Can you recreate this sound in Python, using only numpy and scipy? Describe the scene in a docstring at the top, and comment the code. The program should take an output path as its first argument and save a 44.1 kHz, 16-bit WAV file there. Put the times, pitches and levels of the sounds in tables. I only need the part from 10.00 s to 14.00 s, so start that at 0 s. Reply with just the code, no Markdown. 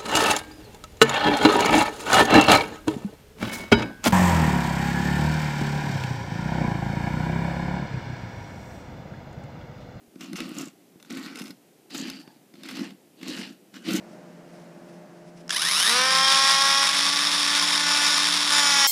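"""On a hollow plastic tabletop in a quiet room, a finger turns a small die-cast toy car in six short drags.
Thousands of tiny random contacts make the skid of the hard wheels, its crackling treble and its rings.
Axles and body tick as short noise bursts that shake the car; some wheels briefly sing in a narrow band.
The tabletop booms and knocks through its own resonances, the hand thuds as low damped swings.
The car has a short echo, and steady coloured noise is the hum of the room."""
import sys
import numpy as np
from scipy import signal
from scipy.io import wavfile

SR = 44100
rng = np.random.default_rng(int(sys.argv[2]) if len(sys.argv) > 2 else 0)


def wav_out(sig):
    """Save sig, one row per channel (or a flat mono array), as 16-bit PCM at SR to the path in sys.argv[1]."""
    wavfile.write(sys.argv[1], SR, np.round(np.clip(np.atleast_2d(sig).T, -1, 1) * 32767).astype(np.int16))


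def level_to_linear(level):
    """Convert decibel levels to linear amplitude factors, elementwise."""
    exponent = np.asarray(level, float) / 20
    return 10 ** exponent


N = 176400  # samples: 4 s
GRAINS_PER_S, GRAIN_SPREAD_DB, PATCHY_DB = 2500, 1, 2.5
LOW_CUT_HZ = 165  # the tabletop's boom and knocks lose what lies below


def rms_one(x):
    """Scale to an rms (average strength) of 1."""
    return x / np.sqrt(np.mean(x ** 2) + 1e-20)


def drift(rate_hz):
    """A smoothly wandering random curve with rms 1; a higher rate wanders faster."""
    r = np.exp(-2 * np.pi * rate_hz / SR)
    wander = signal.lfilter([1], [1, -2 * r, r * r], rng.standard_normal(N + SR))
    return rms_one(wander[SR:])  # the first second lets the filter settle


def ring(x, hz, t60):
    """A resonance: a unit click sets a sine of height 1 ringing, which falls 60 dB in t60 seconds."""
    r, w = level_to_linear(-60 / (t60 * SR)), 2 * np.pi * hz / SR
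    return signal.lfilter([0, np.sin(w)], [1, -2 * r * np.cos(w), r * r], x + 1e-18)


def width_to_t60(width_hz):
    """A narrower resonance rings longer."""
    return np.log(1000) / (np.pi * width_hz)


def high_pass(x, hz):
    """Removes what lies below hz."""
    return signal.sosfilt(signal.butter(4, hz, "high", fs=SR, output="sos"), x)


def colour(x, spectrum, patchy_db):
    """Splits x into bands of about a third octave, each with its own level and slow flicker; rms 1."""
    hz, db = np.transpose(spectrum)
    edges = np.geomspace(hz[0], hz[-1], int(3 * np.log2(hz[-1] / hz[0])) + 2)
    out = 0
    for k, (low, high) in enumerate(zip(edges, edges[1:])):
        band_pass = signal.butter(2, [low, high], "band", fs=SR, output="sos")
        band = signal.sosfilt(band_pass, x[k % 2])  # neighbouring bands take turns with the two inputs
        level_db = np.interp(np.log(low * high) / 2, np.log(hz), db)
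        if patchy_db:
            level_db = level_db + patchy_db * drift(5.9)
        out = out + band * level_to_linear(level_db)
    return rms_one(out)


def grains(per_s):
    """Random tiny contacts of uneven size: two trains with the same moments, each with its own signs."""
    sizes = level_to_linear(GRAIN_SPREAD_DB * np.minimum(rng.exponential(1, N), 4))
    sizes = sizes * (rng.random(N) < per_s / SR)
    return sizes * rng.choice([-1, 1], (2, N))


# tone of the skidding wheels: (frequency [Hz], relative level per Hz [dB])
SKID_TONE = [(260, -39), (450, 5), (492, -6), (841, 0.5), (973, -6), (1100, -1.5), (1740, 1.5), (3010, 2.5),
             (3320, -4), (3680, 8), (6500, -11), (8450, -15.5), (14300, -120)]


def skid(contact):
    """Hard wheels skid over the table's grain: the contacts take on the skid's tone."""
    return colour(contact, SKID_TONE, PATCHY_DB)


def wheel_rings(contact, rings):
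    """The contacts also set a few resonances of the wheels ringing."""
    out = 0
    for hz, width_hz, ring_db in rings:
        out = out + level_to_linear(ring_db) * rms_one(ring(contact[0], hz, width_to_t60(width_hz)))
    return out


# tone of the skid's treble: (frequency [Hz], relative level per Hz [dB])
TREBLE_TONE = [(3240, -69), (5500, 2), (7010, 0.5), (8200, -4.5), (11300, -12.5), (14400, -8.5),
               (15500, -17)]


def treble(contact):
    """The contacts and a sparser crackle, whose rate rises and falls in clumps, make the treble."""
    crackle_per_s, clump_db, crackle_db = 370, 9, 3
    crackle = rms_one(grains(crackle_per_s * level_to_linear(clump_db * drift(61))))
    return colour(rms_one(contact) + level_to_linear(crackle_db) * crackle, TREBLE_TONE, PATCHY_DB)


def slips():
    """The wheels catch and let go: a gain of rms 1 that leaps in short bursts at random moments."""
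    slips_per_s, slip_s, slip_db = 70, .0012, 6
    t = np.arange(1024) / SR
    leap = t / slip_s * np.exp(1 - t / slip_s)
    starts = (rng.random(N) < slips_per_s / SR) * rng.random(N)
    return rms_one(1 + level_to_linear(slip_db) * signal.fftconvolve(starts, leap)[:N])


# resonances of the tabletop, also used by knocks():
# (frequency [Hz], relative level [dB], time to fall 60 dB [s])
TABLE_MODES = [(142, -24.5, 0.16), (193, 0, 0.081), (238.5, 0.5, 0.065), (270, -0.5, 0.13),
               (303, -1.5, 0.073), (334.7, -4.5, 0.12), (425, -29.5, 0.26), (536.5, -17.5, 0.064),
               (704, -30.5, 0.12)]


def table_boom():
    """Uneven bumps, quickly wavering in strength, set the hollow tabletop's resonances ringing; rms 1."""
    bumps_per_s, judder_db, judder_hz = 600, 2, 66
    bumps = grains(bumps_per_s)[0] * level_to_linear(judder_db * drift(judder_hz))
    out = 0
    for k, (hz, db, t60) in enumerate(TABLE_MODES):
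        out = out + level_to_linear(db) * ring(bumps, hz, t60) * (-1) ** k  # every other one upside down
    return rms_one(out)


# curves of each drag, levels before the low cuts:
# (time [s], skid level [dB], boom level over skid [dB], treble level over skid [dB])
DRAG_CURVES = [
    [(0.174, -78, 29.5, -7), (0.214, -45.5, 2.5, -6.5), (0.29, -55, 14, -12), (0.352, -55, 22.5, -16),
     (0.362, -43.5, -12, 5), (0.4, -41, 8.5, -15), (0.55, -49.5, 7.5, -6), (0.6, -40, 3, -5),
     (0.685, -54, 11, -3), (0.71, -65, 3, -8)],
    [(1.05, -60.5, -9, 12), (1.094, -62, 14, -25), (1.106, -40, 1, -1), (1.118, -48.5, 10.5, -5),
     (1.258, -44, 1, -9.5), (1.342, -50, 7.5, -11), (1.38, -43, -0.5, -6), (1.454, -53, 12.5, -6),
     (1.502, -55.5, 10.5, 1), (1.545, -76, 21, -13)],
    [(1.895, -55, 3, -19), (1.908, -52.5, 3, -16), (1.942, -43.5, 5.5, -3.5), (2.09, -43, 3.5, -7),
     (2.11, -47.5, 8, -9), (2.136, -47.5, 0, -13), (2.21, -56, 14, -5.5), (2.252, -68, -1, -17),
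     (2.282, -69, 1, -22), (2.37, -69, 17.5, -8)],
    [(2.542, -66, 2, -21), (2.602, -59.5, 12.5, -14), (2.628, -58.5, 10, -21), (2.645, -49.5, 5, -11.5),
     (2.79, -43, 3.5, -5), (2.826, -45, 10.5, -10), (2.84, -40.5, 0.5, -14), (2.924, -57, 12, -29),
     (2.98, -91, 23, -6)],
    [(3.16, -69, 14, -3), (3.174, -67, 10, -11), (3.234, -49.5, 4, -7), (3.246, -47.5, 0.5, -15),
     (3.278, -42.5, 7.5, -5), (3.314, -41, 5.5, -8), (3.324, -40.5, 3, -7.5), (3.428, -41.5, 1, -8),
     (3.522, -56.5, 8.5, -9), (3.6, -80, 10, -8)],
    [(3.71, -82, 3, 2), (3.726, -71, 9, -22.5), (3.742, -53, 1, -4.5), (3.764, -48.5, 6.5, -7.5),
     (3.818, -65, 17, -2), (3.84, -51.5, 10, -11), (3.886, -35.5, 9, -4), (3.964, -36, 11, 2.5),
     (3.99, -39, 11.5, -6), (4.0, -42, 9, -13)],
]
# wheel resonances that stand out in each drag: (frequency [Hz], width [Hz], level over skid [dB])
DRAG_RINGS = [
    [(2820, 130, -10.5), (1350, 210, -8)],
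    [(5240, 89, -34), (1490, 230, -4)],
    [(4790, 85, -11.5), (3000, 250, -11.5)],
    [(2700, 870, -12)],
    [(2870, 240, -9)],
    [(2970, 100, -10.5), (1560, 60, -9.5)],
]


def drags():
    """Skid, wheel rings, slipping treble and table boom swell and fade along each drag's curves."""
    t, contact = np.arange(N) / SR, grains(GRAINS_PER_S)
    skid_sound, boom = skid(contact), table_boom()
    slipping_treble = slips() * treble(contact)
    car, table = 0, 0
    for curve, rings in zip(DRAG_CURVES, DRAG_RINGS):
        s, db, boom_db, treble_db = np.transpose(curve)
        fade = np.clip(np.minimum(t - s[0], s[-1] + .01 - t) / .01, 0, 1)  # 10 ms at both ends
        level = level_to_linear(np.interp(t, s, db)) * fade
        bright = level_to_linear(np.interp(t, s, treble_db)) * slipping_treble
        car = car + level * (wheel_rings(contact, rings) + skid_sound + bright)
        table = table + level * level_to_linear(np.interp(t, s, boom_db)) * boom
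    return car, table


# resonances of the car body: (frequency [Hz], relative level [dB], time to fall 60 dB [s])
CAR_MODES = [(1500, -6, .008), (2200, -4, .007), (2720, -3, .007), (3650, 0, .007), (4300, -3, .006),
             (5200, 0, .006), (6300, -3, .005), (7600, -4, .004), (9300, -6, .004), (11000, -6, .004),
             (13000, -8, .004)]
# ticks of axles and body:
# (time [s], peak level before the low cut and notch [dB], treble limit [Hz], burst decay time [s])
TICK_EVENTS = [(0.1555, -47, 1500, 0.0038), (0.2077, -33.5, 3550, 0.0036), (0.2423, -37, 2700, 0.0026),
               (0.3309, -27, 5280, 0.0023), (0.3564, -28, 2750, 0.0095), (0.376, -37, 4000, 0.0028),
               (0.3872, -30, 1520, 0.0038), (0.4037, -21, 1540, 0.0012), (0.5666, -31, 2170, 0.0063),
               (0.999, -46, 4270, 0.0062), (1.0266, -36.5, 7200, 0.0019), (1.0485, -43, 2760, 0.0014),
               (1.1705, -29, 3850, 0.007), (1.261, -30.5, 1550, 0.0052), (1.3564, -27, 4850, 0.0032),
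               (1.3874, -33, 4940, 0.0043), (1.397, -31, 6000, 0.0024), (1.407, -39, 9000, 0.0023),
               (1.4173, -30.5, 5090, 0.0038), (1.456, -36, 4740, 0.007), (1.469, -35.5, 5000, 0.0026),
               (1.479, -35, 9000, 0.0032), (1.505, -34.5, 5210, 0.0058), (1.904, -40, 5140, 0.0063),
               (1.946, -27.5, 5070, 0.0088), (1.986, -28.5, 3000, 0.0031), (2.0998, -23, 6000, 0.0019),
               (2.2758, -41.5, 400, 0.0024), (2.5386, -45, 3000, 0.0027), (2.5541, -45, 2300, 0.0036),
               (2.6339, -30.5, 3560, 0.0023), (2.654, -32, 2990, 0.01), (2.687, -27.5, 3100, 0.0074),
               (2.711, -31, 4500, 0.0055), (2.753, -31, 4800, 0.002), (2.7684, -27.5, 2440, 0.0042),
               (2.7926, -30.5, 3530, 0.0046), (2.9058, -40.5, 3820, 0.0018), (3.2131, -37, 2200, 0.0037),
               (3.2301, -32, 2790, 0.0024), (3.275, -34, 3000, 0.0047), (3.7415, -37, 1600, 0.0025),
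               (3.7663, -38, 1930, 0.0041), (3.856, -42, 2890, 0.004), (3.8886, -28, 3700, 0.013),
               (3.9047, -25, 5180, 0.0071), (3.919, -26, 4940, 0.0029), (3.944, -33, 6350, 0.0037),
               (3.9556, -22.5, 2910, 0.0047)]


def ticks():
    """Each tick is a short dying burst that cracks and shakes the car's resonances, unevenly each time."""
    spread_db, crack_db, rise_s = 2.5, 4, 0.00033
    out, t = np.zeros(N + SR), np.arange(2048) / SR
    for s, db, bright_hz, burst_s in TICK_EVENTS:
        burst = rng.standard_normal(len(t)) * np.exp(-t / burst_s)
        burst = np.diff(burst * (1 - np.exp(-t / rise_s)), prepend=0)  # differences brighten it
        shake = 0
        for hz, mode_db, t60 in CAR_MODES:
            strength = level_to_linear(mode_db + spread_db * rng.standard_normal())
            shake = shake + rms_one(ring(burst, hz, t60)) * strength
        tick = rms_one(shake) + level_to_linear(crack_db) * rms_one(burst)
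        tick = signal.lfilter(*signal.butter(1, bright_hz, fs=SR), tick)
        out[int(s * SR):][:len(t)] += level_to_linear(db) * tick / np.abs(tick).max()
    return out[:N]


# a slowing wheel sings in a narrow band for a while:
# (start time [s], length [s], frequency [Hz], width of each resonance [Hz], level before the swell [dB])
SING_EVENTS = [(1.34, .11, 5100, 300, -54), (2.09, .16, 4680, 250, -54), (2.22, .14, 4600, 300, -67),
               (2.19, .18, 880, 200, -61), (2.22, .12, 1700, 250, -65), (3.735, .06, 1600, 350, -53),
               (3.79, .08, 1500, 250, -58)]


def sings():
    """Fine grains pass twice through one narrow resonance, swelling and fading."""
    t, rough, out = np.arange(N) / SR, grains(GRAINS_PER_S)[0], 0
    for s, length_s, hz, width_hz, db in SING_EVENTS:
        t60 = width_to_t60(width_hz)
        tone = rms_one(ring(ring(rough, hz, t60), hz, t60))
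        swell = np.sin(np.pi * np.clip((t - s) / length_s, 0, 1)).clip(0)
        out = out + level_to_linear(db) * swell * tone
    return out


# knocks into the tabletop: (time [s], peak level [dB])
KNOCK_EVENTS = [(0.159, -33.5), (0.207, -37), (0.332, -31.5), (0.404, -26.5), (0.455, -43), (0.515, -31),
                (0.566, -31), (0.609, -29), (0.671, -33), (0.957, -42), (1.105, -31.5), (1.169, -29.5),
                (1.257, -38), (1.41, -27.5), (1.453, -35.5), (1.503, -33.5), (1.947, -31.5), (2.023, -28),
                (2.101, -36), (2.275, -39), (2.54, -40), (2.581, -40.5), (2.636, -42.5), (2.691, -39.5),
                (2.742, -39), (2.792, -29), (3.228, -34.5), (3.281, -27), (3.738, -48), (3.884, -24),
                (3.94, -23)]


def knocks():
    """Soft blows ring the tabletop's resonances, with strengths that vary from knock to knock."""
    soft_hz, spread_db = 454, 3.4
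    out, click = np.zeros(N + SR), np.eye(1, SR // 4)[0]
    soft = signal.lfilter(*signal.butter(2, soft_hz, fs=SR), click)
    for s, db in KNOCK_EVENTS:
        knock = 0
        for hz, mode_db, t60 in TABLE_MODES:
            knock = knock + ring(soft, hz, t60) * level_to_linear(mode_db + spread_db * rng.standard_normal())
        knock = high_pass(knock, LOW_CUT_HZ)
        out[int(s * SR):][:len(click)] += level_to_linear(db) * knock / np.abs(knock).max()
    return out[:N]


# the hand thuds deep into the table: (time [s], peak level [dB], frequency [Hz])
THUD_EVENTS = [(.075, -61, 90.5), (.33, -62, 40), (.40, -57, 35), (0.957, -62, 131), (1.10, -71, 40),
               (1.168, -64, 50), (1.95, -67, 110), (2.098, -64, 40), (2.275, -71, 110), (3.95, -66, 35)]


def thuds():
    """Each thud of the hand is one low swing, softly started and soon damped."""
    out, click = np.zeros(N + SR), np.eye(1, SR // 4)[0]
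    for s, db, hz in THUD_EVENTS:
        soft = signal.lfilter(*signal.butter(2, hz, fs=SR), click)
        thud = ring(soft, hz, 7.7 / hz)
        out[int(s * SR):][:len(click)] += level_to_linear(db) * thud / np.abs(thud).max()
    return out[:N]


def echoes(x):
    """A short diffuse tail from the walls: x smeared by fading noise that starts after 4 ms."""
    echo_db, echo_t60_s = -14, .25
    t = np.arange(SR // 2) / SR
    tail = rng.standard_normal(len(t)) * level_to_linear(-60 * t / echo_t60_s) * (t > .004)
    return level_to_linear(echo_db) * signal.fftconvolve(x, tail / np.sqrt(np.sum(tail ** 2)))[:N]


# tone of the quiet room: (frequency [Hz], relative level per Hz [dB])
ROOM_TONE = [(18, -68), (30, -66), (156, -1.5), (277, 2.5), (410, -1), (479, -6.5), (709, -8), (852, -14),
             (996, -18), (2990, -19), (3230, -21), (12300, -23), (15500, -25)]


def room_hum():
    """Steady noise, strongest in the low bands, is the room's hum."""
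    room_db = -57.5  # rms
    return level_to_linear(room_db) * colour(rng.standard_normal((2, N)), ROOM_TONE, patchy_db=0)


def scene():
    """Car and table close by, over the room's hum."""
    car_low_hz, notch_hz, notch_width_hz = 363, 998, 51
    car, table = drags()
    car = high_pass(car + ticks() + sings(), car_low_hz)
    # a dip where the tabletop's reflection cancels
    cancelled = signal.lfilter(*signal.iirpeak(notch_hz, notch_hz / notch_width_hz, fs=SR), car)
    car = car - cancelled
    table = high_pass(table, LOW_CUT_HZ) + knocks() + thuds()
    return (car + echoes(car) + table + room_hum())[None]


def top_cut(x):
    """Nothing passes above the cut-off."""
    return signal.sosfilt(signal.butter(12, 15700, fs=SR, output="sos"), x)


def record(dry):
    """A steep filter cuts the top: from 16 kHz up it is at least 60 dB weaker."""
    mix = signal.sosfilt(signal.cheby2(12, 60, 16000, fs=SR, output="sos"), dry)
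    return top_cut(mix)


dry = scene()
out = record(dry)
wav_out(out)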